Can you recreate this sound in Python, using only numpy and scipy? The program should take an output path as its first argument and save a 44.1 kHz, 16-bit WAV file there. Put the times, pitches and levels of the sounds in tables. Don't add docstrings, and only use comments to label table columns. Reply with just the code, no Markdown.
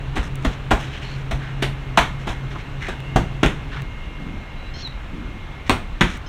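import sys
import numpy as np
from scipy import signal
from scipy.fft import rfft, irfft
from scipy.io import wavfile
from scipy.ndimage import uniform_filter1d

SR = 44100
rng = np.random.default_rng(int(sys.argv[2]) if len(sys.argv) > 2 else 0)


def to_wav(sig):
    pcm = np.clip(np.atleast_2d(sig), -1, 1) * 32767
    pcm = np.round(pcm).astype(np.int16)
    wavfile.write(sys.argv[1], SR, pcm.T)


N = 277256
T = np.arange(N) / SR

# hz, density_db (per Hz)
CITY_SPECTRUM = [(12, -33), (22, 8.5), (43, 5.5), (69, -4.5), (127, -14), (180, -18.5), (320, -21.5),
                 (470, -26), (1100, -26), (2500, -30), (3600, -36), (4800, -41.5), (6500, -47),
                 (9000, -50.5), (12000, -47.5), (16300, -50)]
HISS_DB, HISS_AFTER_DB, RUMBLE_DB, RUMBLE_WAVER_DB = -42.5, -43.5, -34, 0.1
STEP_S = 3.83

# multiple, relative_level_db, noise_width_hz
HUM_PARTIALS = [(1, 6, 7), (2, -13, 14), (3, -14.5, 8.4)]
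HUM_HZ, HUM_DB, HUM_AFTER_DB, HUM_WAVER_DB = 133.8, -32, -46.5, 1.2
# time_s, level_db
WHINE_LEVEL = [(0, -63), (1.3, -57), (2.0, -52.5), (5.7, -53.5), (6.1, -61)]
WHINE_HZ = 2137.5

DRONE_HZ, DRONE_WIDTH_HZ, DRONE_DB, DRONE_WAVER_DB = 2790, 200, -57, 4.5

# start_s, length_s, level_db
WIND_PUFFS = [(4.17, 0.277, -30.5), (5.1, .3, -32)]
# hz, density_db (per Hz)
WIND_SPECTRUM = [(60, -9), (120, -2.5), (190, 0.1), (300, -2), (380, -10), (480, -23), (900, -49)]

# start_s, length_s, level_db
NARROW_RUSTLE = (1.03, .14, -46)
# start_s, length_s, pitch_hz, level_db
FAR_WHISTLE = (4.56, .165, 3945, -53)

# start_s, length_s, starting_fourth_partial_hz, level_db, relative_fourth_db
BIRD_CHIRPS = [(4.735, .095, 4180, -44, 2), (6.262, .03, 4150, -44, -12)]
# multiple, relative_level_db
BIRD_PARTIALS = [(3, -4), (5, 1), (5.5, -13), (6, -11)]
CHIRP_RISE_HZ_PER_S = 2000
CHIRP_ROUGH, CHIRP_BLUR_PER_S = .05, 13
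# start_s, length_s, from_hz, to_hz, level_db, noise_share (0-1)
FALLING_NOTE = (4.824, .058, 4270, 3720, -30, .12)

# start_s, click_peak_db, body_peak_db
GRIT_TICKS = [(0.3564, -20.5, -46), (0.8101, -38, -28), (0.9333, -48, -30), (2.505, -43, -38),
              (3.0035, -26, -27.5), (3.7664, -43, -35), (3.8204, -22, -23.5), (4.875, -35, -24),
              (6.175, -25, -28)]
# start_s, length_s, level_db, centre_hz, relative_hiss_db, resonant_share (0-1)
FRICTION_SCUFFS = [(.225, 0.058, -39, 1420, -6.5, .6), (.42, .025, -43, 960, -9, .6),
                   (.51, .045, -40, 1350, -13, 0), (.74, 0.4, -41, 2250, -17, 0),
                   (.79, 0.079, -42, 2960, -3, .55), (.925, 0.068, -39.5, 2910, -18, 0.3),
                   (1.012, .06, -40, 2840, -12, .5), (1.072, 0.16, -46, 2860, -10.5, 0.1),
                   (1.392, 0.14, -39, 1600, -32, 0.57), (2.182, .07, -45.5, 1530, -11, 0.3),
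                   (2.28, 0.065, -43, 2250, -1, .2), (2.503, 0.042, -41.5, 1750, -15, 0.1),
                   (2.549, 0.033, -34, 990, -30, .9), (2.582, 0.046, -41, 2270, -16, 0.1),
                   (2.805, 0.098, -33, 1910, -17, 0.5), (2.896, 0.052, -38, 1460, -26, 0.6),
                   (3.712, .1, -35, 1480, -32, 0.43), (5.662, .033, -40, 2060, -10, 0.1),
                   (6.075, 0.11, -38.5, 1450, -7, 0.07)]

# shortest_delay_s, level_db
NEAR_WALLS = [(.005, -8), (.009, -10), (.016, -15), (0.021, -15)]
# hz, t60_s
LANE_DECAY = [(100, 0.63), (400, 0.23), (1500, 0.31), (4000, 0.28), (12000, 0.28)]
FAR_WALL_S, FAR_WALL_DB = .031, -23

# start_s, crackle_peak_db, crack_peak_db, thud_peak_db, thud_tilt_db (per octave),
# boom_peak_db, leather_tilt_db (per octave), rise_ms (time constant), squash_ms (t60)
SLAPS = [ (0.157, -15, -21, -16, 1, -15, 1.5, 12, 87), (0.447, -13.5, -25, -10, 2, -13.5, 3.5, 1.14, 81),
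         (0.7082, -8.5, -13, -4, 4, -12, 1, 4, 30), (.716, -7, -13.5, -37, .1, -34, -4, 0.48, 35),
         (1.310, -19.5, -23, -17.5, 5, -17.5, 4, 1.9, 56), (1.622, -10.5, -23, -10, -4, -23, 4.5, 2.1, 61),
         (1.974, -2.5, -7.5, -7, 7, -22, 2.5, 0.94, 38), (1.990, -41, -0.5, -23, -8, -40, -0.5, 0.44, 44),
         (2.267, -18.5, -40, -17.5, -0.5, -18.5, 2, 9.9, 135),
         (2.885, -21, -19.5, -16.5, -5, -35, 1, 1.2, 53),
         (3.159, -8.5, -36, -2.5, -7, -11.5, -12, 0.79, 41),
         (3.4305, -5, -26, -1.5, -3, -14, 0.4, 0.46, 88), (3.462, -28, -3.5, -28, -1, -40, -5, 0.81, 31),
         (5.6958, -9.5, 1, -6, 0.5, -17.5, 0, 1, 98), (6.0096, -4, -8, -6, -15, -16, 1.5, 0.27, 54)]
# hz, width_hz, relative_level_db
PADDING_MODES = [(143.4, 44, 12.5), (183, 127, 18.5), (255, 46, 17.5), (320, 39, 7), (464, 300, -28),
                 (633, 120, 14)]
# hz, width_hz, delay_s (before the rise time is added)
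BODY_BOOM = (48.5, 41, 0.0197)
# hz, density_db (per Hz)
LEATHER_SPECTRUM = [(200, -28), (400, -15.5), (800, 0.5), (1700, -2.5), (2500, -8.5), (3500, -11),
                    (4800, -22), (6500, -25.5), (9000, -30), (12000, -30), (16000, -45)]

# hz, response_db
MICROPHONE_RESPONSE = [(3900, 1.24), (4300, -2), (4800, -7), (5400, -3), (6300, -1.3), (9600, -6.5),
                       (10300, -14), (11500, -11), (13000, -15)]
EDGE_HZ = 16150


def gain_of(db):
    return 10 ** (np.asarray(db) / 20)


def evened(x):
    return x / np.sqrt(np.mean(x ** 2) + 1e-20)


def peaked(x):
    return x / abs(x).max()


def read(points, hz):
    f, value = np.transpose(points)
    return np.interp(np.log(hz + 1), np.log(f + 1), value)


def add(mix, s, sound):
    part = mix[round(s * SR):][:len(sound)]
    part += sound[:len(part)]


def coloured(x, db_at):
    hz = np.fft.rfftfreq(len(x), 1 / SR)
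    return irfft(rfft(x) * gain_of(db_at(hz)), len(x))


def resonate(x, hz, width):
    turn = np.exp(2j * np.pi * np.cumsum(hz * np.ones(len(x))) / SR)
    r = np.exp(-np.pi * width / SR)
    smooth = signal.lfilter([1 - r], [1, -r], x / turn + 1e-18)
    return 2 * (turn * smooth).real


def evenly_spread(x):
    spectrum = rfft(x, 2 * len(x))
    broad = np.sqrt(uniform_filter1d(abs(spectrum) ** 2, size=len(x) // 50 + 1) + 1e-20)
    fine = abs(spectrum) / broad
    even = irfft(spectrum / np.maximum(fine, .3))[:len(x)]
    return even * np.linalg.norm(x) / np.linalg.norm(even)


def stroke(length, peak, ends_db):
    u = np.linspace(0, 1, round(length * SR))
    level_db = np.interp(u, [0, peak, 1], [ends_db, 0, ends_db])
    return gain_of(level_db) * signal.windows.tukey(len(u), .15)


def waver(db, top_hz):
    hz = np.geomspace(.2, top_hz, num=16)[:, None]
    sines = np.sin(2 * np.pi * (hz * T + rng.random(hz.shape)))
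    return gain_of(db * evened((sines / np.sqrt(hz)).sum(0)))


def stepped(db, after_db):
    return gain_of(db + (after_db - db) * np.clip((T - STEP_S) / 0.023, 0, 1))


def city(patchy_db=0.82):
    frames = N // 256 + 5
    a, b, patches = rng.standard_normal((frames, 513, 3)).T
    patches = evened(uniform_filter1d(uniform_filter1d(patches, 14, 0), 12, 1))
    spectra = (a + 1j * b) * gain_of(patchy_db * patches)
    white = signal.istft(spectra, nperseg=1024, noverlap=768)[1][:N]
    low = lambda f: -10 * np.log10(1 + (f / 110) ** 6)
    high = lambda f: low(110 ** 2 / (f + 1))
    rumble = evened(coloured(white, lambda f: read(CITY_SPECTRUM, f) + low(f)))
    hiss = coloured(white, lambda f: read(CITY_SPECTRUM, f) + high(f))
    hiss = hiss / np.std(coloured(hiss, lambda f: -100 * ((f < 500) | (f > 4000))))
    rumble = gain_of(RUMBLE_DB) * waver(RUMBLE_WAVER_DB, top_hz=3.3) * rumble
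    return stepped(HISS_DB, HISS_AFTER_DB) * hiss + rumble


def motor():
    noise = rng.standard_normal(N)
    hum = np.zeros(N)
    for multiple, db, width in HUM_PARTIALS:
        hz = multiple * HUM_HZ
        tone = np.sin(2 * np.pi * hz * T)
        hum += gain_of(db) * (0.41 * tone + 0.35 * evened(resonate(noise, hz, width)))
    whine = np.sqrt(2) * np.sin(2 * np.pi * WHINE_HZ * T)
    whine = whine * gain_of(np.interp(T, *np.transpose(WHINE_LEVEL))) * waver(2.6, top_hz=8.0)
    return stepped(HUM_DB, HUM_AFTER_DB) * waver(HUM_WAVER_DB, top_hz=2.88) * hum + whine


def drone():
    band = resonate(rng.standard_normal(N), DRONE_HZ, DRONE_WIDTH_HZ)
    band = resonate(band, DRONE_HZ, DRONE_WIDTH_HZ)
    return gain_of(DRONE_DB) * waver(DRONE_WAVER_DB, top_hz=3.3) * evened(band)


def puff(length, db):
    level = stroke(length, peak=0.11, ends_db=-13)
    lumps = gain_of(2.3 * evened(uniform_filter1d(rng.standard_normal(len(level)), 400)))
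    air = coloured(rng.standard_normal(len(level)) * lumps, lambda f: read(WIND_SPECTRUM, f))
    return gain_of(db) * level * evened(air)


def rustle(length, db):
    level = stroke(length, peak=0.63, ends_db=-1.0)
    hiss = resonate(resonate(rng.standard_normal(len(level)), 4300, 500), 4300, 500)
    return gain_of(db) * level * evened(hiss)


def whistle(length, hz, db):
    level = stroke(length, peak=.45, ends_db=-4.5)
    tone = np.sqrt(2) * np.sin(2 * np.pi * hz * T[:len(level)])
    fuzz = 0.85 * evened(resonate(rng.standard_normal(len(level)), hz, 60))
    return gain_of(db) * level * (tone + fuzz)


def partial(hz, rough):
    rough = np.clip(rough, 0, 1)
    tone = np.sqrt(2) * np.sin(2 * np.pi * np.cumsum(hz) / SR)
    blur = resonate(resonate(rng.standard_normal(len(hz)), hz, 600), hz, 600)
    return (1 - rough) * tone + rough * evened(blur)


def chirp(length, fourth_hz, db, fourth_db):
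    t = np.arange(round(length * SR)) / SR
    hz = (fourth_hz + CHIRP_RISE_HZ_PER_S * t) / 4
    rough = CHIRP_ROUGH + CHIRP_BLUR_PER_S * t
    stack = BIRD_PARTIALS + [(4, fourth_db)]
    call = sum(gain_of(d) * partial(k * hz, rough) for k, d in stack)
    return gain_of(db) * call * signal.windows.tukey(len(t), .15)


def fall(length, from_hz, to_hz, db, rough):
    level = stroke(length, peak=.55, ends_db=-8.0)
    hz = from_hz + (to_hz - from_hz) * np.linspace(0, 1, len(level)) ** 1.4
    return gain_of(db) * level * partial(hz, rough)


def tick(db, body_db):
    t = np.arange(300) / SR
    burst = rng.standard_normal(len(t)) * gain_of(-60 * t / 0.0063)
    click = gain_of(db) * peaked(np.diff(burst, prepend=0))
    return click + gain_of(body_db) * peaked(resonate(burst, 1500, 1800))


def scuff(length, db, hz, hiss_db, focus):
    level = stroke(length, peak=0.29, ends_db=-6.5)
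    lumps = gain_of(2.6 * evened(uniform_filter1d(rng.standard_normal(len(level)), 150)))
    grit = rng.standard_normal(len(level)) * lumps
    rasp = evened(coloured(grit, lambda f: -8 * np.log2(f / 2200 + 0.012) ** 2))
    hiss = evened(coloured(grit, lambda f: read(LEATHER_SPECTRUM, f) - 40 * (f < 5000)))
    ring = evened(resonate(resonate(grit, hz, 1030), hz, 1030))
    body = np.sqrt(focus) * ring + np.sqrt(1 - focus) * rasp
    return gain_of(db) * level * (body + gain_of(hiss_db) * hiss)


def lane(x, wet_db):
    taps, walls = np.zeros((2, SR // 2))
    at = np.arange(300, len(taps) - 20, 20)
    taps[at + rng.integers(0, 20, len(at))] = rng.choice([-1., 1.], len(at))
    hz, t, z = signal.stft(taps, SR, nperseg=256)
    decay = gain_of(-60 * t / read(LANE_DECAY, hz)[:, None])
    tail = signal.istft(z * decay, SR, nperseg=256)[1][:len(taps)]
    for (s, db), shift in zip(NEAR_WALLS, rng.uniform(-1, 1, len(NEAR_WALLS))):
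        add(walls, s * (1 + .2 * abs(shift)), np.sign(shift) * gain_of([db]))
    walls = signal.lfilter([.55], [1, -.45], walls)
    walls[0] = 1
    scattered = signal.fftconvolve(evenly_spread(x), tail / np.linalg.norm(tail))
    return signal.fftconvolve(x, walls) + gain_of(wet_db) * scattered


def punch(db, crack_db, thud_db, thud_tilt_db, boom_db, tilt_db, rise_ms, squash_ms):
    t = np.arange(SR // 4) / SR
    rise = (1 - np.exp(-1000 * t / rise_ms)) ** 2
    skin = lambda hz: read(LEATHER_SPECTRUM, hz) + tilt_db * np.log2((hz + 100) / 1500)

    lumps = gain_of(4.75 * evened(uniform_filter1d(rng.standard_normal(len(t)), 60)))
    grit = rng.standard_normal(len(t)) * lumps
    crackle = coloured(grit, skin) * rise * gain_of(-60000 * t / squash_ms)
    crackle = evenly_spread(crackle)

    pop = coloured(rng.standard_normal(len(t)), lambda hz: .5 * skin(hz))
    crack = pop * np.minimum(t / .0001, 1) * gain_of(-60 * t / 0.0038)

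    push = rng.standard_normal(len(t)) * rise * gain_of(-60 * t / 0.053)
    thud = np.zeros(len(t))
    for hz, width, mode_db in PADDING_MODES:
        mode_gain = gain_of(mode_db + thud_tilt_db * np.log2(hz / 280))
        thud += mode_gain * peaked(resonate(push, hz, width))

    hz, width, late = BODY_BOOM
    u = np.maximum(t - late - rise_ms / 1000, 0)
    boom = -np.sin(2 * np.pi * hz * u) * u * np.exp(-np.pi * width * u)

    near = gain_of(db) * peaked(crackle) + gain_of(crack_db) * peaked(crack)
    near = near + gain_of(thud_db) * peaked(thud)
    near = near + gain_of(FAR_WALL_DB) * np.roll(near, round(FAR_WALL_S * SR))
    slap = lane(near, wet_db=-4.0)
    add(slap, 0, gain_of(boom_db) * peaked(boom))
    return slap


def scene():
    mix = city() + motor() + drone()
    direct = ((WIND_PUFFS, puff), ([NARROW_RUSTLE], rustle), ([FAR_WHISTLE], whistle),
              (GRIT_TICKS, tick), (FRICTION_SCUFFS, scuff), (SLAPS, punch))
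    for table, source in direct:
        for s, *row in table:
            add(mix, s, source(*row))
    for table, source in ((BIRD_CHIRPS, chirp), ([FALLING_NOTE], fall)):
        for s, *row in table:
            add(mix, s, lane(source(*row), wet_db=-9.0))
    return mix[None]


def record(dry):
    heard = coloured(dry[0], lambda hz: read(MICROPHONE_RESPONSE, hz))
    over = np.maximum(abs(heard) - .62, 0)
    soft = heard - np.sign(heard) * (over - .3 * np.tanh(over / .3))
    band_limit = signal.firwin(511, EDGE_HZ, window=("kaiser", 9), fs=SR)
    return signal.oaconvolve(soft, band_limit, "same")[None]


dry = scene()
out = record(dry)
to_wav(out)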